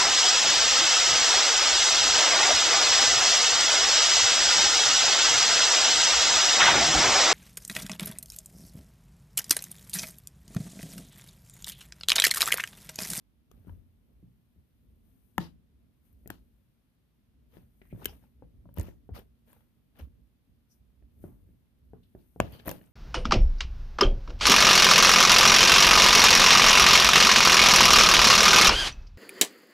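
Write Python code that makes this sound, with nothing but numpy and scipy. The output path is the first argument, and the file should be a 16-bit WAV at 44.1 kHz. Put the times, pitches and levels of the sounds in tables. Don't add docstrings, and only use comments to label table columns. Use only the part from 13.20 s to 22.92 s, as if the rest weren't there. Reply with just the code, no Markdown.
import sys
import numpy as np
from scipy import signal
from scipy.fft import rfft, irfft, next_fast_len
from scipy.io import wavfile
from scipy.ndimage import uniform_filter1d

SR = 44100
rng = np.random.default_rng(int(sys.argv[2]) if len(sys.argv) > 2 else 0)


def gain_from_db(level_db):
    decades = np.asarray(level_db, float) / 20
    return 10 ** decades


def wrap_up_sound(samples):
    columns = np.atleast_2d(samples).T
    tamed = np.clip(columns, -1, 1)
    steps = np.round(tamed * 32767).astype(np.int16)
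    wavfile.write(sys.argv[1], SR, steps)


N = 428652

# time in [s], blow in [dB], floor thud in [dB], pan in [dB].
HEEL_THUMPS = [
    (.47, -58, 18, 18),
    (1.027, -72, 27, -6),
    (1.36, -70, 12.5, 7),
    (3.058, -44, -4, 4.5),
    (4.368, -49, -5, 15),
    (5.584, -41.5, -5.5, -27),
    (7.823, -58, -13, -0.5),
    (8.289, -65.5, 12.5, -3),
    (9.308, -55, -11, -1),
]
# time in [s], blow in [dB], board ring in [Hz], floor thud in [dB], pan in [dB].
TOE_TAPS = [(4.726, -40.5, 366, 3, 11.5), (4.776, -47.5, 350, -2.5, 6), (5.038, -59, 866, 2, -1.5),
            (5.222, -42.5, 498, -7.5, 5), (5.455, -52, 612, 5.5, 6), (5.572, -41, 497, 3, 17),
            (5.89, -39, 426, -5, 5), (8.039, -33.5, 355.4, -14.5, 4.5), (8.733, -39.5, 430, -8.5, 5),
            (8.949, -39.5, 361, -14.5, -4), (9.16, -41, 444, -6, 4)]
# time in [s], blow in [dB], board ring in [Hz],
# hardness in [dB], pan in [dB].
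EDGE_CLACKS = [(.493, -55.5, 920, -5, 19), (0.313, -53.5, 425, 2.5, 6), (3.073, -50.5, 435, -8, 18),
               (3.091, -66, 420, 10, 6), (4.615, -51, 394, 0, 10.5), (4.759, -60, 600, 1, 13),
               (4.795, -56, 615, -9, 10), (4.822, -42.5, 370, -22, 4.5), (4.892, -49.5, 810, -14, 5),
               (4.929, -57, 691, -6, -3), (5.564, -62, 878, -14, 10), (5.6878, -51, 595, 2, 9),
               (5.721, -63, 894, -17.5, 8), (5.988, -42.5, 408.4, -18, -1), (9.397, -49.5, 418, 2, 10),
               (9.456, -42, 517, -15, 3), (5.489, -52, 570, -9, 10.5), (5.597, -37.5, 580, -7, 12),
               (5.611, -39.5, 340, -6, 2), (5.683, -42, 350, -22, 15), (6.274, -74, 896, 5, 3.5),
               (6.292, -69, 900, 5, 3), (6.301, -66, 790, 7, 6.5), (6.329, -59, 960, 4.5, 8),
               (6.364, -61, 830, -11.5, -0.5), (6.405, -67.5, 902, 5, 9), (6.756, -67, 700, 6.5, 9),
               (6.778, -66.5, 720, 5, 15.5), (6.788, -58.5, 813, 0, 7), (.447, -59, 400, -10, 10),
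               (6.799, -48.5, 506, -6, 5), (9.464, -35.5, 614.5, -25, 3), (9.474, -27.5, 326, -9, 1.5),
               (9.479, -27, 622, -2.5, 5.5), (9.491, -30, 544, -3, 1), (9.513, -32.5, 516, -1, -1),
               (9.612, -48.5, 360, -3, 2)]
# pitch in [Hz], level in [dB], t60 in [s].
CONTACT_MODES = [(1392, -2.5, 0.0056), (1648, -0.5, 0.011), (2220, 9, 0.0035), (2830, -7.5, 0.013),
                 (3480, -12.5, 0.009)]
# pitch in [Hz], level in [dB], t60 in [s].
FLOOR_MODES = [(122.2, -4.5, 0.19), (177.4, 2, 0.079), (267.6, 3, 0.031)]
# time in [s], peak in [dB], contact in [ms], pan in [dB].
BOARD_CRACKS = [
    (2.1791, -9.5, 2.01, 7),
    (3.101, -25, 1.32, 9.5),
    (4.855, -17.5, 1, 6.5),
    (9.2007, -1.5, 0.878, 5),
]
# pitch in [Hz], level in [dB], t60 in [s].
HEEL_CRACK_MODES = [(120, -29, 0.067), (178, -15, 0.098), (334, -21, 0.019), (560, -11.5, .015),
                    (930, 7.5, 0.0046), (1325, -1, 0.0084), (1680, -7, 0.0077), (3000, -15, 0.006),
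                    (3300, -17.5, 0.0095), (4308, -26.5, .008)]
LIFT_CRACK_MODES = [(115, -12, 0.057), (207, -14.5, 0.053), (330, 7, 0.013), (681, 0.5, 0.009),
                    (1105, -12.5, 0.01), (1530, 4.5, 0.0068), (2280, -6, 0.0058), (3250, -16, 0.023)]
TIP_CRACK_MODES = [(178, -20.5, 0.15), (388, 9, 0.012), (1630, -3, 0.016), (2110, -12.5, 0.034),
                   (2800, 0, 0.0093), (3050, 2, 0.018), (4860, -6.5, 0.009), (5850, -17, 0.004)]
GRAB_CRACK_MODES = [(72.7, -34, 0.15), (135.6, -31, 0.14), (216, -14, 0.023), (350, -0.5, 0.0084),
                    (641, 5, 0.0058), (1022, 2.5, 0.0044), (1487, -2, 0.0038), (2205, -5.5, 0.0035),
                    (2510, -31.5, 0.02), (2900, -28, 0.013)]
# time in [s], peak in [dB], pan in [dB].
TREAD_TICKS = [(2.9282, -67, 13.5), (5.5406, -54, 13.5), (5.5634, -55.5, 22.5), (5.63, -49.5, 8.5),
               (5.964, -51, 0), (5.9912, -48, 1.5), (6.3292, -50, 0), (6.789, -55.5, 1.5),
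               (9.4588, -43.5, 2), (9.4664, -52, 4), (9.4705, -52, 4), (5.9492, -57, 0)]
# time in [s], peak in [dB], lower treble in [dB], pan in [dB].
TREAD_SNAPS = [(.3142, -60, -0.5, 12), (2.1797, -29.5, -2.5, 7), (3.0746, -43.5, -7.5, 17),
               (3.102, -39.5, -4.5, 12), (4.8445, -38, -4, 2.5), (4.8558, -22.5, -3, 10),
               (9.6223, -62, -24, -2), (5.5834, -38, -8.5, 7.5), (5.5963, -44.5, 4, 13.5),
               (5.6105, -50, 7.5, 5), (8.8334, -84, 6, 6.5), (9.2006, -36.5, 6.5, 10),
               (9.3227, -49, -20, 0), (9.4914, -29.5, -4, 5.5), (5.6875, -59.5, -12, 8.5),
               (9.4805, -25.5, -35, -0.5), (9.4751, -32, -13, 6), (9.5127, -30, -8, -3)]
# time in [s], peak in [dB], pitch in [Hz], t60 in [s], pan in [dB].
FLOOR_STOMPS = [(2.183, -20, 260, 0.013, 9), (2.206, -36.5, 330, 0.087, 0), (4.731, -31.5, 120, 0.08, -2.5),
                (4.749, -31.5, 116, 0.031, -5), (5.5834, -25, 94, 0.05, -5.5), (5.594, -24, 85, 0.057, -8),
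                (5.608, -32, 60, 0.1, 2), (6.806, -37.5, 60, 0.098, -0.5), (6.821, -37.5, 75, .08, -0.5),
                (.499, -34, 84, 0.22, 8.5), (.524, -43, 83.5, 0.05, -5), (2.191, -36, 149.2, .13, 2.5),
                (8.043, -41, 149, 0.082, 4), (9.203, -31.5, 63.4, .15, -5), (9.221, -36.5, 114.5, .1, 1),
                (5.343, -43.5, 74.9, 0.066, -1)]
# start in [s], rise in [ms], fall in [ms], scrape in [dB], pile fizz in [dB].
SOLE_DRAGS = [(.3, 8.7, 410, -77, -81.5), (.45, 24, 160, -79, -80), (1.83, 23, 550, -84.5, -85.5),
              (2.18, 34, 97, -54.5, -69), (2.82, 41, 85, -81, -78), (3.1, 12.5, 83, -63, -71.5),
              (4.27, 97, 97, -67, -74), (4.72, 134, 23, -60, -69.5), (4.855, 12, 162, -60.5, -66),
              (4.998, 36.6, 68, -74.5, -89.5), (5.543, 46.5, 138, -53, -60.5), (5.66, 12, 41, -72, -78),
              (5.923, 42, 74, -53, -59.5), (6.24, 60, 187, -69.5, -71.5), (6.735, 43, 43, -66.5, -79.5),
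              (6.783, 8.5, 84, -58, -68), (7.479, 44, 84, -101.5, -74.5), (7.98, 63, 110, -74.5, -71.5),
              (8.95, 54, 120, -78, -88), (9.2, 10, 163, -52, -71), (9.29, 56, 71, -59.5, -67),
              (9.38, 11, 146, -66.5, -99), (9.437, 48, 109, -45.5, -51.5), (9.58, 47, 170, -73, -81)]
# start in [s], rise in [ms], fall in [ms], level in [dB], centre in [Hz], width in [Hz].
BAND_SWISHES = [(0.46, 21, 62, -66.5, 1000, 780), (0.87, 21.3, 130, -74, 380, 340),
                (4.65, 4.5, 11.4, -71.5, 1100, 900), (4.6, 28, 320, -76, 1900, 1100),
                (4.69, 25, 50, -70, 2230, 830), (4.81, 8, 14.5, -55, 1100, 500),
                (4.842, 4, 9.4, -51, 2400, 900), (4.858, 14, 78, -55.5, 2900, 870),
                (4.875, 13, 60, -62, 5100, 1200), (5.224, 8, 42.4, -70, 620, 700),
                (5.89, 8.3, 59, -68, 680, 696), (7.48, 45, 42, -71.5, 5700, 1207),
                (8.041, 5.5, 160, -66.5, 710, 800), (8.737, 6.5, 74, -73, 848, 900),
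                (8.831, 3.1, 9.1, -74, 3200, 2100), (4.614, 4.5, 10, -61.5, 1970, 1300),
                (8.825, 9, 98, -79, 3270, 1500), (8.98, 11.7, 87, -80.5, 4000, 2000),
                (8.951, 5.3, 45, -70.5, 800, 804), (9.205, 7.5, 110, -64, 2720, 700),
                (9.31, 25, 110, -62, 3100, 500), (9.315, 16, 110, -65, 4400, 780),
                (9.657, 4, 10, -68, 8600, 2500), (6.314, 4, 10, -70, 7300, 900),
                (5.6, 80, 90, -74.5, 5800, 2700), (5.94, 15, 60, -61, 4900, 1200),
                (2.21, 20, 70, -63, 4900, 2000), (9.204, 5, 25, -54.5, 2700, 900),
                (9.388, 10, 11, -55, 3280, 1700)]
# start in [s], rise in [ms], fall in [ms], # level in [dB], flutter
# (spacing of the bands) in [Hz].
CRACK_WAKES = [
    (2.182, 25, 95, -51.5, 970),
    (3.103, 8.8, 105, -63, 1420),
]
# time in [s], effort in [dB], pan in [dB].
RUSTLE_EFFORT = [(0.0, -92, 1), (0.38, -90.5, 12), (1.8, -86.5, 11.5), (2.08, -84.5, 20.5), (2.4, -95, 8),
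                 (3.03, -87, 22), (4.14, -91, 0), (4.84, -72, 9.5), (5.17, -88, 6.5), (7.88, -88, 4),
                 (8.01, -79.5, 14), (8.55, -88.5, 3), (9.3, -72.5, 7), (9.72, -79.5, -0.5)]
# frequency in [Hz], density in [dB per Hz].
ROCK_COLOUR = [(59, -30.5), (100, -2), (183, -6), (237, -2), (295, -10.5), (323, -14), (700, -28),
               (910, -59), (1540, -120)]
SCRAPE_COLOUR = [(260, -30), (450, 0.5), (712, -7), (827, -5), (1110, -9), (1240, -8.5), (2640, -13.5),
                 (3030, -13.5), (7000, -27.5), (9100, -56), (15400, -120)]
FIZZ_COLOUR = [(3820, -41.5), (6500, -15), (7460, -27.5), (8140, -12.5), (10500, -8), (14100, -2.5),
               (15000, -5), (15500, -47.5)]
WAKE_COLOUR = [(300, -11.5), (800, -1), (1800, -8), (2400, -11.5), (3200, -4), (5200, -11), (7800, -20),
               (11000, -18)]
# time in [s], load in [dB], then build-up in [ms] and
# settling in [ms] for a change of 20 dB.
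WEIGHT_SHIFTS = [(.4, -53.5, 190, 120), (.51, -42.5, 57, 140), (1.05, -59, 560, 240), (1.38, -57.5, 25, 88),
                 (1.69, -59, 210, 900), (2.192, -49, 25, 230), (2.62, -61, 230, 300), (2.95, -56, 98, 240),
                 (3.11, -51.5, 166, 280), (4.22, -61, 225, 720), (4.39, -51.5, 106, 94),
                 (4.735, -46, 75, 62), (4.841, -46, 30, 210), (5.25, -52.5, 140, 70),
                 (5.36, -53.5, 82, 1170), (5.6, -37.5, 29, 52), (5.929, -37.5, 26, 74),
                 (6.01, -56.5, 51, 50), (6.84, -44, 42, 94), (6.98, -59.5, 124, 166), (7.31, -62, 65, 180),
                 (7.6, -63.5, 49.5, 225), (7.85, -54.5, 110, 62), (8.04, -47.5, 132, 200),
                 (8.28, -53.5, 285, 127), (8.74, -54.5, 222, 160), (8.961, -53, 45, 90),
                 (9.21, -32, 24, 89), (9.34, -46, 51, 40), (9.5, -35, 52, 30)]
# time in [s], pan in [dB].
WEIGHT_LEAN = [(0.0, -14), (0.43, -1), (1.92, -1), (2.06, -6), (2.17, 8.5), (2.49, -2.5), (4.87, 0.5),
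               (7.93, -6.5), (8.23, 2.5), (8.44, -6.5), (9.12, 0.5), (9.72, -1)]
# frequency in [Hz], t60 in [s].
ROOM_T60 = [(100, 0.64), (300, 0.33), (1000, 0.12), (3000, 0.1), (8000, 0.027), (14000, 0.068)]
# frequency in [Hz], correlation in [0 to 1].
PORT_LIKENESS = [(60, 0.87), (180, 0.44), (550, 0.36), (1650, 0.02), (15000, 0.04)]
# frequency in [Hz], left lead in [radians].
PORT_PHASE = [(20, 0), (65, -.3), (125, .65), (250, .15), (500, .4), (1000, .15), (2000, 0)]
# frequency in [Hz], density in [dB per Hz].
HISS_COLOUR = [(18, -30), (30, -4), (97, -1), (158, -4), (240, -5), (404, -17), (629, -21.5), (1440, -25.5),
               (3500, -27.5), (7630, -38.5), (11000, -32), (13900, -33.5), (15000, -44)]
# pitch in [Hz], width in [Hz], level in [dB].
MAINS_HUM = [(127, 2.3, -82.5), (231.5, 1.2, -84)]


def knock(db, hz, hard_db, thud_db, pan_db):
    t = np.arange(8000) / SR
    push = np.hanning(int(0.5 * SR / hz) + 2)[1:]
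    build = np.minimum(0.29 + t * hz / 0.8, 1)
    body = ring([(hz, 0, 0.025), (hz * 1.6, -4, 0.02), (hz * 0.6, -8, 0.03)], t, 0.018)
    body = peaked(np.convolve(body, push)[:len(t)] * build)
    body += gain_from_db(-18.5) * ring([(1470, 0, 0.0093)], t, 0.08) * t / (t + 0.00049)
    hard = ring(CONTACT_MODES, t, 0.12) * (t / 0.0007) ** 2 / (1 + (t / 0.0013) ** 2)
    thud = ring(FLOOR_MODES, t, 0.011) * (1 - np.exp(-t / 0.0045))
    near = -sides(pan_db)[:, None] * (body + gain_from_db(hard_db - 6.5) * peaked(hard))
    below = gain_from_db(thud_db + 7) * thud * sides(0.28 * pan_db)[:, None]
    return gain_from_db(db + 3) * (near - below)


def crack(db, contact_ms, pan_db, modes):
    t = np.arange(12000) / SR
    before = np.arange(int(contact_ms * SR / 1000), -1, -1)
    jolts = (before % 46 == 0) * 0.5 ** (before / 46)
    both = np.zeros((2, len(t)))
    for hz, mode_db, t60 in modes:
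        near = np.clip(hz / 600, 0, 1)
        swell = 1 - np.exp(-t * hz)
        tone = gain_from_db(mode_db - 60 * t / t60) * np.sin(2 * np.pi * hz * t)
        both += tone * swell * sides(near * pan_db)[:, None]
    blow = np.convolve(jolts, np.hanning(7))
    return -gain_from_db(db) * peaked(signal.oaconvolve(both, blow[None], axes=1))


def tick(db, low_db, pan_db):
    t = np.arange(800) / SR
    decay = np.exp(-t / 0.00093) + 0.036 * np.exp(-t / 0.0065)
    snap = rng.standard_normal((2, len(t))) * t / (t + 0.00091) * decay
    snap[:, 20] += 0.97
    alike = 0.073
    snap[1] = alike * snap[0] + np.sqrt(1 - alike ** 2) * snap[1]
    high = signal.sosfilt(signal.butter(4, 12000, "high", fs=SR, output="sos"), snap)
    low = signal.sosfilt(signal.butter(2, (4800, 11000), "band", fs=SR, output="sos"), snap)
    return gain_from_db(db + 14.5) * sides(pan_db)[:, None] * (peaked(high) - gain_from_db(low_db - 8.5) * peaked(low))


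def stomp(db, hz, t60, pan_db):
    t = np.arange(12000) / SR
    return -sides(pan_db)[:, None] * gain_from_db(db - 60 * t / t60) * np.sin(2 * np.pi * hz * t)


def foot_hits():
    knocks = [(s, db, 360, -8.5, thud, pan) for s, db, thud, pan in HEEL_THUMPS]
    knocks += [(s, db, hz, -37.5, thud, pan) for s, db, hz, thud, pan in TOE_TAPS]
    knocks += [(s, db, hz, hard, -23, pan) for s, db, hz, hard, pan in EDGE_CLACKS]
    ticks = [(s, db, -38, pan) for s, db, pan in TREAD_TICKS] + list(TREAD_SNAPS)
    boards = HEEL_CRACK_MODES, LIFT_CRACK_MODES, TIP_CRACK_MODES, GRAB_CRACK_MODES
    hits = [(s + 0.0008, farther(knock(*row), row[-1]), gain_from_db(-13.5)) for s, *row in knocks]
    for (s, *row), modes in zip(BOARD_CRACKS, boards):
        hits.append((s, farther(crack(*row, modes), row[-1]), gain_from_db(-20)))
    hits += [(s + 0.00067, tick(*row), gain_from_db(-20.5)) for s, *row in ticks]
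    hits += [(s, stomp(*row), gain_from_db(-20)) for s, *row in FLOOR_STOMPS]
    return hits


def shuffle(load_db):
    rock = noise(ROCK_COLOUR, grain_db=2.5)
    scrape = patchy(noise(SCRAPE_COLOUR, grain_db=2.5), patch_db=2.2)
    fizz = noise(FIZZ_COLOUR, grain_db=2)
    lean_db = uniform_filter1d(np.minimum(load_db, -51), int(0.06 * SR))
    out = gain_from_db(-67 + 0.65 * (lean_db + 60)) * rock
    out += gain_from_db(curve(RUSTLE_EFFORT, 1) - 1) * sides(curve(RUSTLE_EFFORT, 2)) * fizz
    for start, rise_ms, fall_ms, scrape_db, fizz_db in SOLE_DRAGS:
        first = round(start * SR)
        shape = bump(rise_ms / 1000, fall_ms / 1000)[:N - first]
        span = slice(first, first + len(shape))
        drag = gain_from_db(scrape_db) * scrape[:, span] + gain_from_db(fizz_db) * fizz[:, span]
        nudge = gain_from_db(min(scrape_db, -58) - 2.5) * rock[:, span]
        add(out, start, (drag * sides(5.5)[:, None] + nudge) * shape)
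    air = patchy(noise([(20, 0), (20000, 0)], grain_db=1.5), patch_db=1.2)
    for start, *row in CRACK_WAKES:
        add(out, start, wake(*row, air[:, round(start * SR):][:, :32768]))
    for start, *row in BAND_SWISHES:
        add(out, start, swish(*row, air[:, round(start * SR):]))
    return out


def wake(rise_ms, fall_ms, db, flutter_hz, air):
    shape = bump(rise_ms / 1000, fall_ms / 1000)
    hz = np.fft.rfftfreq(air.shape[1], 1 / SR)
    comb = gain_from_db(read(WAKE_COLOUR, hz)) / abs(1 - 0.33 * np.exp(-2j * np.pi * hz / flutter_hz))
    hiss = evened(irfft(rfft(air) * comb))[:, :len(shape)]
    return gain_from_db(db) * shape * sides(5)[:, None] * hiss


def swish(rise_ms, fall_ms, db, hz, width, air):
    shape = bump(rise_ms / 1000, fall_ms / 1000)
    band = resonate(resonate(air[:, :len(shape)], hz, width), hz, width)
    return gain_from_db(db) * shape * evened(band)


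def load():
    t = np.arange(0, N + 64, 64) / SR
    power = gain_from_db(2 * -82.5)
    for s, db, rise_ms, fall_ms in WEIGHT_SHIFTS:
        away = np.where(t < s, (s - t) / rise_ms, (t - s) / fall_ms) * 1000
        sway_db = min(db, -50) - 18.5 - 20 * abs(t - s) / 0.9
        power = power + gain_from_db(2 * (db - 20 * away)) + gain_from_db(2 * sway_db)
    return np.interp(np.arange(N) / SR, t, 10 * np.log10(power))


def floor_boom(load_db):
    shake = noise([(20, -14), (45, 0.5), (150, -1.5), (400, -31)])
    hz = 53 + 24 * np.clip((load_db + 56.5) / 18, 0, 1)
    boom = evened(resonate(resonate(shake, hz, 38), hz, 38))
    return gain_from_db(load_db) * sides(curve(WEIGHT_LEAN, 1)) * boom


def room():
    taps = np.zeros((2, SR // 2))
    slots = np.arange(200, SR // 2 - 20, 20)
    at = slots + rng.integers(0, 20, (2, len(slots)))
    np.put_along_axis(taps, at, rng.choice([-1., 1.], at.shape), 1)
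    hz, t, z = signal.stft(taps, SR, nperseg=256)
    fade = gain_from_db(-60 * t / read(ROOM_T60, hz)[:, None])
    tail = signal.istft(z * fade, SR, nperseg=256)[1]
    return tail / np.linalg.norm(tail[0])


def house():
    white = noise([(20, 0.0035), (20000, 0.014)])
    hum = sum(gain_from_db(db) * evened(resonate(white, hz, width)) for hz, width, db in MAINS_HUM)
    return gain_from_db(-72.5) * noise(HISS_COLOUR) + hum


def ring(modes, t, spread):
    total = 0
    for hz, db, t60 in modes:
        tuned = hz * (1 + spread * rng.standard_normal())
        total = total + gain_from_db(db - 60 * t / t60) * np.sin(2 * np.pi * tuned * t)
    return peaked(total)


def noise(spectrum, grain_db=0):
    hz = np.fft.rfftfreq(N, 1 / SR)
    sizes = np.minimum(rng.exponential(1, N // 64 + 1), 4)
    slips = np.interp(np.arange(N) / 64, np.arange(N // 64 + 1), sizes)
    a, b = rfft(rng.standard_normal((2, N)) * gain_from_db(grain_db * slips))
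    same = read(PORT_LIKENESS, hz)
    both = np.array([a, same * a + np.sqrt(1 - same ** 2) * b])
    return evened(irfft(both * gain_from_db(read(spectrum, hz)), N))


def patchy(x, patch_db):
    z = signal.stft(x, nperseg=256)[2]
    field = uniform_filter1d(rng.standard_normal(z.shape[1:]), size=4, axis=0)
    field = evened(uniform_filter1d(field, size=6, axis=1))
    return evened(signal.istft(z * gain_from_db(patch_db * field), nperseg=256)[1][:, :N])


def resonate(x, hz, width):
    turn = np.exp(2j * np.pi * np.cumsum(hz * np.ones(x.shape[-1])) / SR)
    r = np.exp(-np.pi * width / SR)
    return 2 * (turn * signal.lfilter([1 - r], [1, -r], x * turn.conj())).real


def bump(rise, fall):
    rise, fall = max(rise, 0.004), max(fall, 0.01)
    t = np.arange(int((rise + fall * np.pi) * SR)) / SR
    swell = np.sin(np.pi / 2 * np.clip(t / rise, 0, 1)) ** 3
    return swell * np.exp(-(np.maximum(t - rise, 0) / fall * 2) ** 1.4)


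def farther(sound, pan_db):
    lag = int(np.clip(0.7 * pan_db, -6, 6))
    return np.array([np.roll(sound[0], max(-lag, 0)), np.roll(sound[1], max(lag, 0))])


def sides(pan_db):
    return gain_from_db(np.array([pan_db / 2, -pan_db / 2]))


def evened(x):
    return x / np.sqrt(np.mean(x ** 2) + 1e-30)


def peaked(x):
    return x / abs(x).max()


def read(points, hz):
    f, value = np.transpose(points)
    return np.interp(np.log(hz + 1), np.log(f + 1), value)


def curve(rows, index):
    rows = np.array(rows)
    return np.interp(np.arange(N) / SR, rows[:, 0], rows[:, index])


def add(mix, s, sound):
    part = mix[:, round(s * SR):][:, :sound.shape[1]]
    part += sound[:, :part.shape[1]]


def scene():
    load_db = load()
    mix = shuffle(load_db) + floor_boom(load_db) + house()
    echoes = [room(), room(), room()]
    spots = np.zeros((len(echoes), 1, N))
    for k, (s, sound, wet) in enumerate(foot_hits()):
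        add(mix, s, sound)
        add(spots[k % len(echoes)], s, wet * sound.mean(0)[None])
    return mix + sum(signal.oaconvolve(x, echo, axes=1)[:, :N] for x, echo in zip(spots, echoes))


def low_pass(x):
    return signal.sosfilt(signal.butter(12, 15960, fs=SR, output="sos"), x)


def record(dry):
    size = next_fast_len(N)
    lead = read(PORT_PHASE, np.fft.rfftfreq(size, 1 / SR)) * np.array([[0.5], [-0.5]])
    ports = irfft(rfft(dry, size) * np.exp(1j * lead), size)[:, :N]
    limit = 0.97
    rounded = limit * np.tanh(ports / limit)
    cut = signal.sosfilt(signal.butter(2, 40, "high", fs=SR, output="sos"), rounded)
    below = signal.oaconvolve(cut, signal.firwin(255, 14600, fs=SR)[None], "same", axes=1)
    return low_pass(below + gain_from_db(-24.5) * (cut - below))


dry = scene()
out = record(dry)
wrap_up_sound(out)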